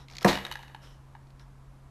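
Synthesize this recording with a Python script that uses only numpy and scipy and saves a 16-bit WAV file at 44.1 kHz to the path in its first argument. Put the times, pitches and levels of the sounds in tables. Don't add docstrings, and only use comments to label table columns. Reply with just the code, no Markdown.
import sys
import numpy as np
from scipy import signal
from scipy.io import wavfile
from scipy.ndimage import uniform_filter1d, minimum_filter1d

SR = 44100
rng = np.random.default_rng(int(sys.argv[2]) if len(sys.argv) > 2 else 0)


def bounce(signal):
    frames = np.transpose(np.atleast_2d(signal))
    limited = np.clip(frames, -1, 1)
    pcm = np.round(limited * 32767).astype(np.int16)
    wavfile.write(sys.argv[1], SR, pcm)


N = 83790
T = np.arange(N) / SR


def amp(db):
    return 10 ** (np.asarray(db) / 20)


def unit(x):
    return x / np.sqrt(np.mean(x ** 2) + 1e-20)


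def read(points, hz):
    points_hz, value = np.transpose(points)
    return np.interp(np.log(hz + 1), np.log(points_hz + 1), value)


def add(mix, start_s, sound):
    start = round(start_s * SR)
    sound = sound[max(-start, 0):]
    part = mix[max(start, 0):][:len(sound)]
    part += sound[:len(part)]


def colour(x, points, size=4096):
    log_gain = np.log(amp(read(points, abs(np.fft.fftfreq(size, 1 / SR)))))
    response = np.exp(np.conj(signal.hilbert(log_gain)))
    fir = np.fft.ifft(response).real[:size // 2]
    return signal.fftconvolve(x, fir / np.linalg.norm(fir))[:len(x)]


def brighten(x, tilt_db_per_oct):
    tilted = colour(x, [(500, 0), (8000, 4 * tilt_db_per_oct)])
    return unit(tilted) * np.sqrt(np.mean(x ** 2))


def resonate(x, hz, q, gain_db):
    return x + amp(gain_db) * signal.lfilter(*signal.iirpeak(hz, q, fs=SR), x)


def decay(t, t60_s):
    return np.exp(-np.log(1000) * t / t60_s)


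def burst(t60_s, size=8192):
    return rng.standard_normal(size) * decay(T[:size], t60_s)


def ring(modes, size, rise_cycles=0.82):
    t, out = T[:size], np.zeros(size)
    for k, (hz, db, t60_s) in enumerate(modes):
        rise = 1 - np.exp(-t * hz / rise_cycles)
        out += (-1) ** k * amp(db) * rise * decay(t, t60_s) * np.sin(2 * np.pi * hz * t)
    return out


def rubs():
    # start_s, length_s, level_db, tilt_db_per_oct, resonance_hz
    strokes = [(-.02, 0.08, -54, -2, 3800), (0.082, 0.27, -55.5, -1.5, 4570),
               (0.213, 0.04, -42, -1.5, 1320), (0.81, 0.18, -56, -0.5, 3000), (1.392, 0.058, -59, -1, 1670)]
    # freq_hz, gain_db
    spectrum = [(300, -2), (1300, 1.5), (2400, -6.5), (3900, -3.5), (4600, -11), (5300, 1), (7000, -14),
                (12500, -18), (15000, -33)]
    out = np.zeros(N)
    for start_s, length_s, level_db, tilt_db_per_oct, resonance_hz in strokes:
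        hiss = colour(rng.standard_normal(N), spectrum)
        hiss = resonate(hiss, resonance_hz, q=14, gain_db=3.5)
        swell = np.interp(T / length_s, [0, 0.13, 1], [0, 1, 0])
        add(out, start_s, amp(level_db) * swell * brighten(unit(hiss), tilt_db_per_oct))
    return out


def background(air_db=-54, hum_db=-54, hum_hz=134.2):
    # freq_hz, gain_db
    spectrum = [(15, -14), (36, 2), (60, -1.5), (110, -15), (280, -15.5), (420, -23), (750, -22.5),
                (1000, -20.5), (1500, -28), (2800, -37), (12500, -46.5), (14000, -64)]
    air = unit(colour(rng.standard_normal(2 * N), spectrum, size=16384)[N:])
    hum = np.sqrt(2) * np.sin(2 * np.pi * hum_hz * T)
    return amp(air_db) * air + amp(hum_db) * hum


def creaks():
    # start_s, gain_db, resonance_hz
    slips = [(0.0839, -39.5, 3560), (.1, -42, 2300), (.112, -44.5, 6040), (.124, -46, 4900),
             (0.1354, -43, 3870), (0.1519, -39, 4400), (.156, -40, 2170), (.168, -32, 4900),
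             (.184, -28.5, 6450), (.2101, -35, 4800), (0.228, -30, 12500), (0.6278, -43, 3850),
             (1.271, -58, 4400), (1.304, -54.5, 4200), (1.396, -49, 4200)]
    # freq_hz, gain_db
    spectrum = [(300, -20), (1500, -8), (2100, 5.5), (3000, 1), (3900, 4), (4600, 1.5), (5700, -4),
                (6800, -2.5), (8000, -14), (9500, -15.5), (13000, -16), (14000, -48)]
    out = np.zeros(N)
    for start_s, gain_db, resonance_hz in slips:
        slip = 0.68 * burst(t60_s=0.017)
        slip[0] += 0.71
        fold = resonate(slip, resonance_hz, q=5.1, gain_db=1)
        add(out, start_s, amp(gain_db) * np.std(slip) * unit(colour(fold, spectrum)))
    return out


def knock(start_s=0.2461, ring_db=-11.5, thud_db=-19.5, crack_db=-19.5):
    # freq_hz, gain_db, t60_s
    modes = [(66.7, -23, 0.5), (118.3, -10.5, 0.098), (151.4, -15, 0.32), (196.6, 5, 0.16),
             (198, -5.5, 0.32), (272.3, -15.5, 0.28), (352, -10, 0.26), (461, -3, 0.041),
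             (552.7, -1, 0.061), (626.4, -16, 0.38), (723.5, -7.5, 0.15), (854, -20, 0.32),
             (932.4, -16, 0.27), (1021, 7, 0.016), (1079, -16, .26), (1190, -13, 0.07), (1301, -22, .3),
             (1652, -8.5, 0.036)]
    # freq_hz, gain_db
    thud_spectrum = [(60, -10.5), (120, -4), (300, -0.5), (560, 4), (1100, 0), (1400, -6.5), (2200, -13.5),
                     (3200, -22), (12000, -31.5)]
    # freq_hz, gain_db
    crack_spectrum = [(1000, 5.5), (2500, 14.5), (3200, -5.5), (4200, 5.5), (4800, -11), (6000, 7),
                      (7200, -11), (8500, -3), (12500, -11), (15000, -44)]
    out = np.zeros(N)
    add(out, start_s, amp(ring_db) * ring(modes, size=N))
    add(out, start_s, amp(thud_db) * colour(burst(t60_s=0.21), thud_spectrum))
    add(out, start_s, amp(crack_db) * colour(burst(t60_s=0.024), crack_spectrum))
    return out


def skid(grains_per_s=7700, spread_db=4):
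    # time_s, level_db
    contour = [(0.27, -44), (0.281, -23), (0.289, -21.5), (0.304, -29), (.33, -33), (.36, -38),
               (0.419, -61)]
    # freq_hz, gain_db
    spectrum = [(80, 1), (300, 10), (800, 2), (1400, -3), (2100, 3), (3000, -1.5), (4100, 0.5), (5000, -5),
                (10000, -19.5), (12800, -17), (15000, -39)]
    time_s, level_db = np.transpose(contour)
    envelope = amp(np.interp(T, time_s, level_db, left=-120, right=-120))
    clicks = (rng.random(N) < grains_per_s / SR) * rng.choice([-1., 1.], N)
    sizes = amp(spread_db * np.minimum(rng.exponential(1, N), 3))
    return colour(unit(clicks * sizes) * envelope, spectrum)


def taps(favour_db=9.5, favour_width_oct=0.12, grit_db=-8.5):
    # start_s, gain_db, tilt_db_per_oct, favoured_hz, boom_db
    contacts = [(0.294, -38, -3, 4240, -4), (0.3094, -19, -3, 2000, 4), (0.3299, -23, -0.5, 4170, -0.5),
                (0.354, -23.5, -0.5, 2940, -10), (.3743, -23, -1.5, 2010, -14), (0.387, -31, 0.5, 2940, -7),
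                (0.404, -38, -2, 2070, 0), (0.4507, -24, 0, 3800, -8), (0.466, -29, -0.5, 1690, -3),
                (0.5138, -24.5, 1, 3110, 5), (.523, -27.5, 3.5, 4140, -4), (.555, -27, -1, 1700, 1),
                (.591, -41, 1.5, 1870, 14), (0.6323, -40, 0, 1700, 10.5), (0.68, -43, 0.5, 3110, -6),
                (.698, -44, -7, 1780, -4), (.747, -33, -1.8, 1794, 8.5), (1.1508, -39, -5, 1760, 11)]
    # freq_hz, gain_db, t60_s
    wall_modes = [(815, -7, .024), (943, -5.5, 0.024), (1670, -4, 0.019), (1975, -7.5, 0.018),
                  (2937, -8, 0.027), (3786, -6.5, .02), (4310, -8.5, 0.011), (6120, -21, 0.036)]
    # freq_hz, gain_db
    grit_spectrum = [(550, -9), (900, 3.5), (4000, -5), (7500, -19.5), (9500, -17.5), (12500, -18),
                     (14000, -39)]
    mode_hz, mode_db, t60_s = np.transpose(wall_modes)
    out = np.zeros(N)
    for start_s, gain_db, tilt_db_per_oct, favoured_hz, boom_db in contacts:
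        lift_db = favour_db * np.exp(-(np.log2(mode_hz / favoured_hz) / favour_width_oct) ** 2)
        lift_db[:2] += boom_db
        walls = 0.53 * ring(zip(mode_hz, mode_db + lift_db, t60_s), size=8192)
        grit = amp(grit_db) * colour(burst(t60_s=0.025), grit_spectrum)
        add(out, start_s, amp(gain_db) * brighten(walls + grit, tilt_db_per_oct))
    return out


def tail(rise_s=0.0047):
    # freq_hz, t60_s
    band_decay = [(100, 0.37), (400, 0.73), (900, 0.69), (3000, 0.75), (6000, 1), (13000, 0.88)]
    # freq_hz, gain_db
    band_gain = [(200, -17.5), (500, -14.5), (900, -11), (1800, -9.5), (3100, -9), (4200, -15.5),
                 (6000, -16.5), (13000, -9)]
    hz, t, noise = signal.stft(rng.standard_normal(SR), SR, nperseg=256)
    fade = decay(t, read(band_decay, hz)[:, None]) * np.minimum(t / rise_s, 1)
    energy = SR * np.mean(fade ** 2, axis=1, keepdims=True)
    fade *= amp(read(band_gain, hz))[:, None] / np.sqrt(energy)
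    return signal.istft(noise * fade, SR, nperseg=256)[1]


def room(x, drift_hz=2.36, echo_s=0.0152, echo_db=-11, echo_highpass_hz=900):
    phase = 2 * np.pi * drift_hz * T
    out = sum(signal.fftconvolve(x * share, tail())[:N] for share in (np.cos(phase), np.sin(phase)))
    echo = signal.lfilter(*signal.butter(1, echo_highpass_hz, "high", fs=SR), x)
    add(out, echo_s, amp(echo_db) * echo)
    return out


def scene(creak_send_db=-9.5):
    box = knock() + skid() + taps() + rubs()
    creak = creaks()
    reflections = room(box + amp(creak_send_db) * creak)
    return (box + creak + reflections + background())[None]


def record(dry, ceiling_db=-4, window_samples=111, lowpass_hz=14200):
    gain = np.minimum(1, amp(ceiling_db) / (abs(dry[0]) + 1e-9))
    held = minimum_filter1d(gain, size=window_samples)
    limited = dry * uniform_filter1d(held, size=window_samples)
    lowpass = signal.firwin(255, lowpass_hz, window=("kaiser", 9), fs=SR)
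    return signal.oaconvolve(limited, lowpass[None], "same")


dry = scene()
out = record(dry)
bounce(out)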